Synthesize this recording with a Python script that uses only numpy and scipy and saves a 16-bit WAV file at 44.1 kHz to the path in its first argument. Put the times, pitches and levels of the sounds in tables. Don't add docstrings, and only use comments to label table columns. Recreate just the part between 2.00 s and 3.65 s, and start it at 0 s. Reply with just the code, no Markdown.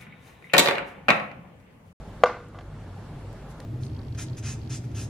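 import sys
import numpy as np
from scipy import signal
from scipy.io import wavfile

SR = 44100
rng = np.random.default_rng(int(sys.argv[2]) if len(sys.argv) > 2 else 0)


def inscribe(sig):
    pcm = np.round(np.clip(np.atleast_2d(sig).T, -1, 1) * 32767)
    wavfile.write(sys.argv[1], SR, pcm.astype(np.int16))


N = 72765

# (per Hz, relative)
AIR_MID_SPECTRUM = [(22, -7), (35, -10.5), (70, -8), (120, -5), (200, -7.5), (300, -13), (450, -16.5),
                    (700, -17), (1000, -21), (1400, -24), (2000, -32), (3000, -37), (4000, -39),
                    (5500, -44.5), (9000, -48.5), (10800, -52.5), (12500, -58), (14500, -68)]
# (per Hz, relative)
AIR_SIDE_SPECTRUM = [(30, -25), (100, -22), (200, 0.5), (400, 3.5), (700, -2.5), (1400, -4), (3000, -9.5),
                     (5500, -14.5), (9000, -20), (12000, -12.5), (14000, -17), (15500, -22)]
# start_s, then rms level_db of multiples 1, 2 and 3
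HUM_LEVELS = [(0.0, -43.5, -53, -50.5), (0.248, -54, -47, -53), (0.294, -49.5, -47, -63.5),
              (0.55, -49, -42.5, -48), (0.642, -44, -44.5, -63), (0.697, -41.5, -41, -40),
              (0.978, -53, -42.5, -59), (1.158, -48, -49.5, -38.5), (1.29, -44.5, -38, -61),
              (1.478, -49, -74, -46), (1.57, -45.5, -46.5, -53), (1.65, -56, -55, -53)]
# start_s, level_db (rms at onset), low_hz, high_hz, t60_s, side_minus_mid_db
TICK_BURSTS = [(0.485, -54, 7000, 8740, 0.011, 8), (1.329, -58, 9000, 14000, 0.0094, 13),
               (1.6021, -42.5, 1585, 11000, 0.015, 2)]
# pitch_hz, level_db (amplitude at onset)
TICK_BODY_MODES = [(1850, -41), (2720, -54), (3640, -55), (4100, -51), (5100, -57)]
# delay_s, level_db (relative to the blow), thin_below_hz, dull_above_hz
SINGLE_ECHOES = [(.0220, -10.5, 600, 5000), (.035, -19, 1000, 4000), (0.061, -20, 1000, 3500),
                 (.087, -31, 900, 4000), (.112, -28, 700, 3000), (.132, -31, 800, 3000),
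                 (.165, -39, 900, 3000), (.309, -36.5, 900, 4000), (0.3511, -22.5, 2750, 6700),
                 (.373, -28.5, 3000, 7000)]
# pitch_hz, level_db (per Hz, relative), t60_s, side_minus_mid_db
YARD_TAIL = [(330, 4, 0.64, -46), (506, -13.5, 0.19, -40), (600, -3.5, 0.24, -43), (1000, 3, 0.28, -35),
             (1350, 0, 0.46, -10), (1960, 4.5, 0.41, -11), (3000, -7.5, 0.46, -8), (5400, -9.5, 0.28, -1.5),
             (8000, -35.5, 0.49, 11), (11000, -29.5, .25, 3), (14000, -50, .25, -1)]
# pitch_hz, level_db (relative), t60_s
BOARD_MODES = [(345, -23, 0.34), (427, -11.5, 0.072), (492, -2, 0.084), (548, -21.5, 0.056),
               (615, -10, 0.038), (698.3, -18, 0.09), (820, 1, 0.011), (966, -12.5, 0.11),
               (1073, -13, 0.031), (1183, -4.5, 0.017), (1196, -19.5, 0.15), (1360, -16.5, 0.0083),
               (1450, -24.5, 0.19), (1568, -7.5, 0.028), (2092, -19, 0.025), (2720, -16, 0.011),
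               (2966, -21.5, 0.018), (3260, -25.5, 0.025)]
# delay_s, level_db (relative to the first touch)
LATER_TOUCHES = [(.0015, 5), (.0029, -2)]
# (per Hz, relative)
CRACK_SPECTRUM = [(800, -7), (2000, 4.5), (3200, 0), (4500, -13), (6500, -9.5), (9000, -26.5), (12000, -28),
                  (15000, -58.5)]

HUM_HZ, HUM_WAVER_RADIANS, HUM_WAVER_HZ = 49.67, 0.79, 4.46
AIR_MID_DB, AIR_SIDE_DB = -43, -58
AIR_PATCHY_DB, AIR_PATCHY_HZ = 1.5, 13.3

RUSTLE_S, RUSTLE_LENGTH_S, RUSTLE_LOW_HZ, RUSTLE_HIGH_HZ = 1.478, 0.065, 5000, 11800
RUSTLE_DB, RUSTLE_SIDE_MINUS_MID_DB = -65, 4

TICK_DULL_HZ, TICK_SIDE_HZ = 1800, 7000
TICK_BODY_S, TICK_BODY_T60_S = 1.6021, .018

YARD_DB, YARD_DELAY_S, YARD_RISE_S = -40, .020, 0.0012
SCATTER_HZ, SCATTER_DB = 1550, 18
FAR_S, FAR_LENGTH_S, FAR_RISE_S, FAR_DB, FAR_THIN_HZ = .307, 0.08, .003, -65.5, 900

BLOW_S, BLOW_DB = .2361, -3.5
CONTACT_HZ, TOUCH_DULL_HZ = 3800, 2130
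RADIATES_FROM_HZ, FLIP_HZ = 324, 1080
CRACK_DB, CRACK_RISE_S, CRACK_HOLD_S, CRACK_T60_S = -22.5, 0.00051, .004, .034
BLOW_SIDE_DB, BLOW_SIDE_HZ = -18.5, 2500

DUCK_FROM_DB, DUCK_SLOPE = -8.5, 0.42
DUCK_ATTACK_S, DUCK_RELEASE_DB_PER_S = 0.0023, 8
OVERLOAD_HARDNESS, CUTOFF_HZ = 4.0, 15500


def from_db(db):
    return 10 ** (np.asarray(db) / 20)


def rms_one(x):
    return x / np.sqrt(np.mean(x ** 2) + 1e-20)


def at_hz(points, hz, column=1):
    points = np.array(points)
    return np.interp(np.log(hz), np.log(points[:, 0]), points[:, column])


def butter(x, hz, kind, order=2):
    sos = signal.butter(order, np.clip(hz, 10, .45 * SR), kind, fs=SR, output="sos")
    return signal.sosfilt(sos, x)


def drift(rate_hz):
    step = 40
    r = np.exp(-2 * np.pi * rate_hz * step / SR)
    noise = rng.standard_normal(N // step + 2002)
    slow = signal.lfilter([1], [1, -2 * r, r * r], noise)[2000:]
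    return np.interp(np.arange(N) / step, np.arange(len(slow)), rms_one(slow))


def bands(size, gain):
    run_in = SR // 4
    edges = 22 * 2 ** np.arange(0, 9.7, 1 / 3)
    white = rng.standard_normal((2, size + run_in))
    total = 0
    for k, (low, high) in enumerate(zip(edges, edges[1:])):
        band = butter(white[k % 2], [low, high], "band")[run_in:]
        total = total + gain(np.sqrt(low * high)) * band
    return total


def later(x, s):
    return np.concatenate([np.zeros(int(s * SR)), x, np.zeros(N)])[:N]


def air(spectrum, level_db):
    def gain(hz):
        return from_db(at_hz(spectrum, hz) + AIR_PATCHY_DB * drift(AIR_PATCHY_HZ))
    return from_db(level_db) * rms_one(bands(N, gain))


def hum():
    t = np.arange(N) / SR
    start_s, *levels = np.transpose(HUM_LEVELS)
    total = np.zeros(N)
    for multiple, level_db in enumerate(levels, start=1):
        amplitude = np.sqrt(2) * from_db(np.interp(t, start_s, level_db))
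        waver = multiple * HUM_WAVER_RADIANS * drift(HUM_WAVER_HZ)
        phase = 2 * np.pi * multiple * HUM_HZ * t + rng.uniform(0, 2 * np.pi) + waver
        total += amplitude * np.sin(phase)
    return total


def background():
    mid = air(AIR_MID_SPECTRUM, AIR_MID_DB) + hum()
    side = air(AIR_SIDE_SPECTRUM, AIR_SIDE_DB)
    return np.array([mid, side])


def rustle():
    swell = later(np.hanning(int(RUSTLE_LENGTH_S * SR)), RUSTLE_S)
    noise = butter(rng.standard_normal((2, N)), [RUSTLE_LOW_HZ, RUSTLE_HIGH_HZ], "band")
    levels_db = [[RUSTLE_DB], [RUSTLE_DB + RUSTLE_SIDE_MINUS_MID_DB]]
    return from_db(levels_db) * rms_one(noise) * swell


def ticks():
    t = np.arange(SR // 20) / SR
    out = np.zeros((2, N))
    for start_s, level_db, low_hz, high_hz, t60_s, side_db in TICK_BURSTS:
        mid, side = rng.standard_normal((2, len(t)))
        fade = from_db(level_db - 60 * t / t60_s)
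        mid = butter(mid, [low_hz, high_hz], "band", order=3)
        mid = butter(mid, TICK_DULL_HZ, "low", order=1)
        side = butter(side, TICK_SIDE_HZ, "high")
        out[0] += later(rms_one(mid) * fade, start_s)
        out[1] += later(rms_one(side) * fade * from_db(side_db), start_s)
    for k, (pitch_hz, level_db) in enumerate(TICK_BODY_MODES):
        fade = from_db(level_db - 60 * t / TICK_BODY_T60_S)
        tone = (-1) ** k * np.sin(2 * np.pi * pitch_hz * t)
        out[0] += later(fade * tone, TICK_BODY_S)
    return out


def single_echoes(knock):
    return sum(later(from_db(level_db) * butter(knock, [thin_hz, dull_hz], "band", order=1), delay_s)
               for delay_s, level_db, thin_hz, dull_hz in SINGLE_ECHOES)


def far_echo(knock, t):
    swell = (1 - np.exp(-t / FAR_RISE_S)) * np.exp(-(t / FAR_LENGTH_S) ** 4)
    smear = swell * rng.standard_normal(len(t))
    thin = butter(knock, FAR_THIN_HZ, "high")
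    return later(from_db(FAR_DB) * signal.fftconvolve(thin, smear), FAR_S)


def yard(knock):
    t = np.arange(SR // 2) / SR

    def mid_gain(hz):
        return from_db(at_hz(YARD_TAIL, hz) - 60 * t / at_hz(YARD_TAIL, hz, column=2))

    def side_gain(hz):
        return mid_gain(hz) * from_db(at_hz(YARD_TAIL, hz, column=3))

    rise = from_db(YARD_DB) * (1 - np.exp(-t / YARD_RISE_S))
    mid_tail = rise * bands(len(t), mid_gain)
    side_tail = rise * bands(len(t), side_gain)
    click = butter(1. * (t == 0), SCATTER_HZ, "high", order=4)
    feed = butter(knock, SCATTER_HZ, "low", order=4) + from_db(SCATTER_DB) * click
    mid = later(signal.fftconvolve(feed, mid_tail), YARD_DELAY_S)
    side = later(signal.fftconvolve(feed, side_tail), YARD_DELAY_S)
    return single_echoes(knock) + far_echo(knock, t) + mid, side


def board(t):
    first = np.zeros(len(t))
    for pitch_hz, level_db, t60_s in BOARD_MODES:
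        fade = from_db(level_db - 60 * t / t60_s)
        first += np.sign(FLIP_HZ - pitch_hz) * fade * np.sin(2 * np.pi * pitch_hz * t)
    soft = butter(first, TOUCH_DULL_HZ, "low", order=1)
    touches = sum(from_db(level_db) * later(soft, delay_s)[:len(t)] for delay_s, level_db in LATER_TOUCHES)
    return butter(first + touches, CONTACT_HZ, "low")


def crack(t):
    noise = rms_one(bands(len(t), lambda hz: from_db(at_hz(CRACK_SPECTRUM, hz))))
    fade = from_db(CRACK_DB - 60 * np.maximum(t - CRACK_HOLD_S, 0) / CRACK_T60_S)
    rise = 1 - np.exp(-(t / CRACK_RISE_S) ** 2)
    return noise * fade * rise


def blow():
    t = np.arange(SR // 2) / SR
    return butter(from_db(BLOW_DB) * board(t) + crack(t), RADIATES_FROM_HZ, "high", order=3)


def scene():
    knock = blow()
    echo_mid, echo_side = yard(knock)
    lean = from_db(BLOW_SIDE_DB) * butter(knock, BLOW_SIDE_HZ, "high", order=1)
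    hit_mid = later(knock, BLOW_S) + later(echo_mid, BLOW_S)
    hit_side = later(lean, BLOW_S) + later(echo_side, BLOW_S)
    mid, side = background() + rustle() + ticks() + np.array([hit_mid, hit_side])
    return np.array([mid + side, mid - side])


def record(dry):
    peak_db = 20 * np.log10(np.abs(dry).max(axis=0) + 1e-9)
    duck_db = np.maximum(peak_db - DUCK_FROM_DB, 0) * DUCK_SLOPE
    ramp = DUCK_RELEASE_DB_PER_S * np.arange(N) / SR
    held_db = np.maximum.accumulate(duck_db + ramp) - ramp
    r = np.exp(-1 / (DUCK_ATTACK_S * SR))
    smooth_db = signal.lfilter([1 - r], [1, -r], held_db)
    ducked = dry * from_db(-smooth_db)
    rounded = ducked / (1 + np.abs(ducked) ** OVERLOAD_HARDNESS) ** (1 / OVERLOAD_HARDNESS)
    top_cut = signal.cheby2(12, 70, CUTOFF_HZ, fs=SR, output="sos")
    return signal.sosfilt(top_cut, rounded)


dry = scene()
out = record(dry)
inscribe(out)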